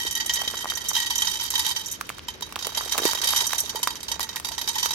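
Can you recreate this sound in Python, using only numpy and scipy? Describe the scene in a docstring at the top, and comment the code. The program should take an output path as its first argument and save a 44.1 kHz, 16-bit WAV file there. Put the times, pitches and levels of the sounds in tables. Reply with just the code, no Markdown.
"""Small room: dry corn kernels trickle from a plastic bag into a bare metal frying pan.
Each blow rings the pan's modes (decaying close pairs) and a short noise wash of its many faint ones.
The bag snaps and crackles close to the microphones: noise cracks and sagging pops.
Worktop and walls answer briefly; a soft low rumble of shaped noise lies underneath."""
import sys
import numpy as np
from scipy import signal
from scipy.fft import rfft, irfft, next_fast_len
from scipy.io import wavfile
from scipy.ndimage import uniform_filter1d, map_coordinates

SR = 44100
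rng = np.random.default_rng(int(sys.argv[2]) if len(sys.argv) > 2 else 0)


def volts_from_decibels(level):
    """Turn decibel levels (scalar or array-like) into linear amplitude factors."""
    exponent = np.asarray(level, float) / 20
    return 10 ** exponent


def persist_wave(psi):
    """Save psi, clipped to +-1, as 16-bit WAV."""
    counts = np.round(np.clip(psi, -1, 1) * 32767).astype(np.int16)
    wavfile.write(sys.argv[1], SR, np.atleast_2d(counts).T)


N = 218179


def along(points, hz):
    """Interpolates (frequency [Hz], value) points on a log frequency axis."""
    f, v = np.transpose(points)
    return np.interp(np.log(hz + 1), np.log(f + 1), v)


def filtered(x, response):
    """Multiplies the spectrum of x by a response of frequency."""
    m = next_fast_len(N + 8192)
    return irfft(rfft(x, m) * response(np.fft.rfftfreq(m, 1 / SR)), m)[..., :N]


def unit(x):
    """Scales to rms 1."""
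    return x / np.sqrt(np.mean(x ** 2))


def wander(knots_per_s):
    """Slow random curve of rms 1 through random knots."""
    knots = rng.standard_normal(int(N * knots_per_s / SR) + 4)
    return unit(map_coordinates(knots, [np.arange(N) * knots_per_s / SR]))


def spikes(s, size):
    """One impulse of the given size at each time."""
    train = np.zeros(N, complex)
    np.add.at(train, np.clip(np.round(s * SR).astype(int), 0, N - 1), size)
    return train


def decay(train, t60_s, hz=0):
    """Each impulse starts a rotation at hz that dies 60 dB in t60_s."""
    pole = np.exp((2j * np.pi * hz - np.log(1000) / t60_s) / SR)
    return signal.lfilter([1], [1, -pole], train)


def pan():
    """Every contact excites modes and wash together; the left path is shaded by frequency."""
    # pan's path to the left microphone: (frequency [Hz], left minus right [dB])
    shade = [(900, -10), (2200, 0.5), (3100, -0.5), (5300, -18.5), (7000, -8), (9500, 0.5)]
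    s, db, low_db, high_db = blows()
    middle_db = 1.1 * np.minimum(low_db + 15, 0)  # a glancing blow near the rim wakes only the treble
    out = modes(s, db, low_db, middle_db, high_db) + wash(s, db, middle_db, high_db)
    return filtered(out, lambda hz: np.array([volts_from_decibels(along(shade, hz)), 1 + 0 * hz]))


def blows():
    """All contacts with the pan: time, strength, and the low and high modes' shares."""
    # individually timed hits, strong and faint: (time [s], blow [dB], share of low modes [dB]) share near 0:
    # square on the flat bottom; far below: glancing off the rim
    hits = [(0.001, -24, -5.5), (0.067, -22, -11), (0.11, -17, -24), (0.152, -14.5, -25),
            (0.206, -18.5, -14), (0.261, -18.5, -25), (0.295, -15, -8.5), (0.337, -10, -28),
            (0.357, -19.5, -8.5), (0.477, -19, -15), (0.517, -42, -27), (0.575, -19.5, -22),
            (0.699, -21, -13), (0.753, -17, -47), (0.772, -22, -9.5), (0.886, -10, -44), (0.932, -19, -22),
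            (0.952, -15.5, -8), (0.965, -16.5, -5.5), (1.001, -19.5, -6.5), (1.029, -22.5, -9),
            (1.06, -21.5, -17), (1.066, -22.5, -13), (1.105, -18, -8), (1.156, -14, -22), (1.181, -12, -45),
            (1.22, -15.5, -11.5), (1.253, -20, -19), (1.271, -15.5, -9.5), (1.398, -20.5, -13.5),
            (1.41, -21.5, -11), (1.504, -17, -19), (1.538, -20.5, -3), (1.554, -15.5, -8),
            (1.578, -20.5, -2), (1.593, -16.5, -5.5), (1.648, -19.5, -7.5), (1.664, -15.5, -7.5),
            (1.711, -20.5, -5.5), (1.763, -18.5, -9.5), (1.86, -15.5, -46), (1.914, -15.5, -56),
            (2.284, -22.5, -6), (2.423, -25, -6), (2.59, -23.5, -14), (2.625, -21, -15.5),
            (2.647, -21.5, -6.5), (2.748, -19, -18), (2.773, -15, -9.5), (2.894, -21.5, -19),
            (2.922, -13, -16), (3.033, -19.5, -12), (3.058, -14, -2.5), (3.077, -19, -1), (3.097, -21, -17),
            (3.149, -21.5, -9.5), (3.216, -17.5, -5), (3.237, -19.5, 0), (3.272, -15.5, -11.5),
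            (3.288, -15, -10), (3.329, -22, -19), (3.361, -12, -18), (3.405, -15.5, -5.5),
            (3.467, -13, -28), (3.548, -21.5, -17), (3.582, -13, -21), (3.603, -15, -44),
            (3.659, -26.5, -8.5), (3.694, -20.5, -14), (3.757, -20.5, -1.5), (3.83, -16, -6.5),
            (3.873, -19.5, 0.5), (3.905, -23, -10), (3.955, -26.5, -4.5), (4.005, -30, -15),
            (4.03, -27, -13), (4.083, -21.5, -7.5), (4.116, -17.5, -5), (4.205, -18, -4),
            (4.229, -21.5, -7), (4.29, -26, -8), (4.33, -30, -8), (4.359, -23, -3), (4.447, -19, -6.5),
            (4.487, -23, -11), (4.518, -22, -6), (4.58, -20, -5.5), (4.614, -19, -6), (4.676, -16, -8.5),
            (4.691, -19.5, -2.5), (4.755, -21, 2.5), (4.783, -17.5, -7), (4.829, -15, -4), (4.907, -20, -2)]
    # small bounces and rolls: (time [s], faintest blow [dB])
    patter = [(0, -32), (.8, -35.5), (1.0, -30.5), (1.7, -30), (2.0, -44), (2.35, -58), (2.7, -40),
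              (3.0, -29), (3.4, -25), (3.7, -41), (4.3, -62), (4.8, -29.5)]
    u = rng.random((700, 2))
    s = u[:, 0] * N / SR
    db = np.interp(s, *np.transpose(patter)) - 3 * np.log(1 - .95 * u[:, 1])  # many faint, a few strong
    small = np.column_stack([s, db, np.full(len(s), -10.5)])

    # kernels land in small groups, skip and knock their neighbours
    bounces = np.repeat(hits, 3, axis=0)
    late, size = rng.exponential(1, (len(bounces), 2)).T
    bounces[:, 0] += .003 + 0.018 * late
    bounces[:, 1] -= 5.34 + 3 * late + 4 * size

    s, db, low_db = np.vstack([hits, bounces, small]).T
    high_db = -8 + 3.5 * rng.standard_normal(len(s))
    return s, db, low_db, high_db


def modes(s, db, low_db, middle_db, high_db):
    """Decaying close pairs; where a kernel lands sets each mode's strength and phase anew."""
    # pan modes: frequency [Hz]
    mode_hz = [888, 945, 1900, 3128, 3750, 3844, 4732, 5922, 6270, 6778, 7020, 8463, 9458, 11316, 12118]
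    # one row per mode: (relative level [dB], t60 of the lower partner [s], lead of the left [rad])
    mode_ring = [(-10.5, 0.19, -2), (2, 0.041, 1.3), (-7.5, 0.1, -2), (-6.5, 0.06, 1.62), (0.5, 0.022, 5),
                 (-5.5, 0.089, 0.5), (-12, 0.11, 7.5), (-5, 0.06, -3.5), (-21.5, 0.26, 5.5),
                 (-20.5, 0.18, -21), (-29.5, 0.18, -4.5), (-2.5, 0.057, 3.5), (-15.5, 0.078, -4.5),
                 (-7, 0.063, -1.6), (-3.5, 0.022, -9)]
    # left-right phase scatter from blow to blow: (frequency [Hz], scatter [rad])
    scatter = [(900, 1.06), (5000, 1.74), (12000, 0.19)]
    # flat-bottom modes over the pour: (time [s], level near 1.9 kHz [dB], level near 3.1 kHz [dB])
    pile = np.transpose([(.6, 9, 7), (1.6, 0, 3.5), (4.5, -4.5, -1)])
    split = 0.003  # half the pair's spacing, as a fraction of mode frequency
    luck = rng.standard_normal((len(s), len(mode_hz), 3, 2)).transpose(1, 2, 3, 0)
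    out = np.zeros((2, N))
    for hz, (mode_db, t60_s, lead), (size, turn, side) in zip(mode_hz, mode_ring, luck):
        if hz < 2500:
            share_db = low_db
        elif hz < 5500:
            share_db = middle_db
        elif hz < 7300:
            share_db = 0
        else:
            share_db = high_db
        if 1500 < hz < 3500:
            share_db = share_db + np.interp(s, pile[0], pile[1 if hz < 2500 else 2])

        # size, turn: one draw for each partner of the pair
        right = volts_from_decibels(db + share_db + mode_db - 3.0 + 4.38 * size) * np.exp(2j * turn)
        left = right * np.exp(1j * (lead + along(scatter, hz) * side))
        low, high = (np.array([spikes(s, a), spikes(s, b)]) for a, b in zip(left, right))
        ring = decay(low, t60_s, hz * (1 - split)) + decay(high, 0.73 * t60_s, hz * (1 + split))
        ring -= decay(low + high, 0.0087, hz)  # the ring builds while the wave crosses the pan
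        waver = np.exp(1j * 0.76 * hz / 3000 * wander(70))  # pitch wavers at random, blurring the tone
        out += (ring * waver).real
    return out


def wash(s, db, middle_db, high_db):
    """The pan's many faint modes: noise in three bands, its power following the blows."""
    # noise colour: (frequency [Hz], relative level [dB])
    colour = [(300, -109), (900, 1), (2600, -3), (4000, 7), (6200, 11.5), (8000, 7.5), (10300, 3.5),
              (11800, 8), (14500, 5), (15700, -48)]
    bands = [(0, 5500, middle_db + 4.0, .04), (5500, 7300, 1.5, .035), (7300, SR, high_db + 5.5, .026)]
    out = np.zeros((2, N))
    for lo, hi, share_db, t60_s in bands:
        power = spikes(s, volts_from_decibels(2 * (db + share_db)))
        body = np.abs(decay(power, t60_s / 2) - decay(power, 0.009))
        tick = volts_from_decibels(2.5) * decay(power, 0.00098).real  # a hard tick leads each wash
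        fade = np.sqrt(body + tick)

        noise = rng.standard_normal((2, N))
        one, other = unit(filtered(noise, lambda hz: volts_from_decibels(along(colour, hz))))
        if hi == SR:  # treble: alike on both sides, about 0.2 ms early on the left
            left = filtered(one, lambda hz: np.exp(1j * (2.95 + (hz - 9460) / 740)))
        else:
            left = unit(other + 0.3 * one)
        pair = fade * np.array([left, one])
        out += filtered(pair, lambda hz: (hz >= lo) & (hz < hi))
    return out


def bag():
    """A crease snaps with a sharp crack, the sheet pops a few sagging cycles; faint ones make rustle."""
    # snaps: (time [s], pop level [dB], nominal pop frequency [Hz], crack against pop [dB])
    snaps = [(0.05, -28.5, 338, -23), (0.416, -20.5, 800, 0), (0.541, -25, 1050, -5), (0.643, -19, 915, -8),
             (0.655, -18, 960, -17), (0.719, -18.5, 1410, -28), (0.913, -20, 980, -16),
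             (2.01, -15, 1250, -6), (2.091, -18.5, 2380, -1.5), (2.1, -19.5, 1210, -10),
             (2.182, -28, 1060, -2.5), (2.192, -22.5, 3030, -25), (2.408, -42, 1010, 15.5),
             (2.523, -30, 1100, 3.5), (2.557, -15.5, 2920, -7.5), (2.561, -17.5, 1030, -11),
             (2.668, -25, 434, 10.5), (2.808, -17.5, 1090, -28), (2.953, -21, 765, -10),
             (2.978, -17.5, 1060, 7.5), (2.983, -20.5, 497, 7.5), (2.99, -13.5, 1190, -20),
             (2.998, -23, 360, -19), (3.019, -22.5, 380, -17), (3.052, -9.5, 357, -0.5),
             (3.132, -18, 1060, 1), (3.334, -13, 1020, -21), (3.531, -13, 980, 1.5),
             (3.747, -24.5, 433, -26), (3.872, -10, 1090, -6.5), (4.194, -18, 990, -2.5),
             (4.367, -19.5, 2040, -18), (4.398, -30.5, 1000, 8), (4.858, -14.5, 1100, 1)]
    # loose rustle of the bag and the kernels inside it: (time [s], typical level [dB])
    rustle = [(0, -52.5), (.5, -31.5), (1.2, -53.5), (2.3, -48), (3.0, -30), (3.6, -40), (4.8, -45.5)]
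    when = rng.random(900) * N / SR
    luck = rng.standard_normal((len(when), 3)).T
    loose_db = np.interp(when, *np.transpose(rustle)) + 4 * luck[0]
    loose = np.column_stack([when, loose_db, 1150 * np.exp(0.45 * luck[1]), -10 + 4 * luck[2]])

    out, t = np.zeros((2, N + SR)), np.arange(SR // 40) / SR
    since_s = t - .0015  # time from the crack's peak, where the pop begins
    for s, db, hz, crack_db in np.vstack([snaps, loose]):
        cycles = hz * np.maximum(since_s, 0)
        start = rng.normal(0, 1.0, (2, 1)) * min(hz / 900, 1)
        phase = 2 * np.pi * np.log(1 + 0.12 * cycles) * 9.84 + start
        pop = 2.01 * np.sin(phase) * np.exp(-cycles / 0.9) * (1 - np.exp(-cycles / 0.14))

        fall_db = 60 * np.where(since_s < 0, 3, 1) * np.abs(since_s) / 0.015  # rises thrice as fast
        noise = uniform_filter1d(rng.standard_normal((2, len(t))), size=2)
        crack = volts_from_decibels(crack_db - fall_db) * noise
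        out[:, round(s * SR):][:, :len(t)] += volts_from_decibels(db) * (crack + pop)
    # a small sheet sends out no deep bass
    thin = filtered(out[:, :N], lambda hz: (1j * hz / (230 + 1j * hz)) ** 2)
    return thin * volts_from_decibels([[-1.5], [1.5]])


def room(x, t60_s):
    """Short diffuse answer from worktop and walls: convolution with decaying noise."""
    t = np.arange(SR // 4) / SR
    tail = rng.standard_normal((2, len(t))) * volts_from_decibels(-60 * t / t60_s) * (t > .002)
    return signal.fftconvolve(x, tail / np.linalg.norm(tail[0]), axes=1)[:, :N]


def rumble():
    """Steady air and distant machines: shaped noise, near mono in the bass and stronger there on the left."""
    # spectrum: (frequency [Hz], relative level [dB])
    spectrum = [(15, -30), (40, -10), (60, 3), (110, -4), (400, -1), (800, -13.5), (1500, -8.5),
                (6000, -14.5), (12000, -94)]
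    # left-right likeness: (frequency [Hz], correlation [-1..1])
    alike = [(60, 1), (700, 0.024)]

    def mid_side(hz):
        """Mid and side gains that give the wanted correlation."""
        turn = np.arccos(np.clip(along(alike, hz), -1, 1)) / 2
        return volts_from_decibels(along(spectrum, hz)) * [np.cos(turn), np.sin(turn)]

    mid, side = filtered(rng.standard_normal((2, N)), mid_side)
    left = filtered(mid + side, lambda hz: volts_from_decibels(along([(90, 5.0), (400, -1.0)], hz)))
    return volts_from_decibels(-46.0) * unit(np.array([left, mid - side]))


def scene():
    """Pan and bag in a small room, over the rumble."""
    near = pan() + bag()
    return near + volts_from_decibels(-13) * room(near, t60_s=.16) + rumble()


def top_cut(x):
    """Nothing passes above the cut-off."""
    return signal.sosfilt(signal.butter(12, 16520, fs=SR, output="sos"), x)


def record(dry):
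    """Finishes the mix: nothing passes above the recorder's cut-off."""
    return top_cut(dry)


dry = scene()
out = record(dry)
persist_wave(out)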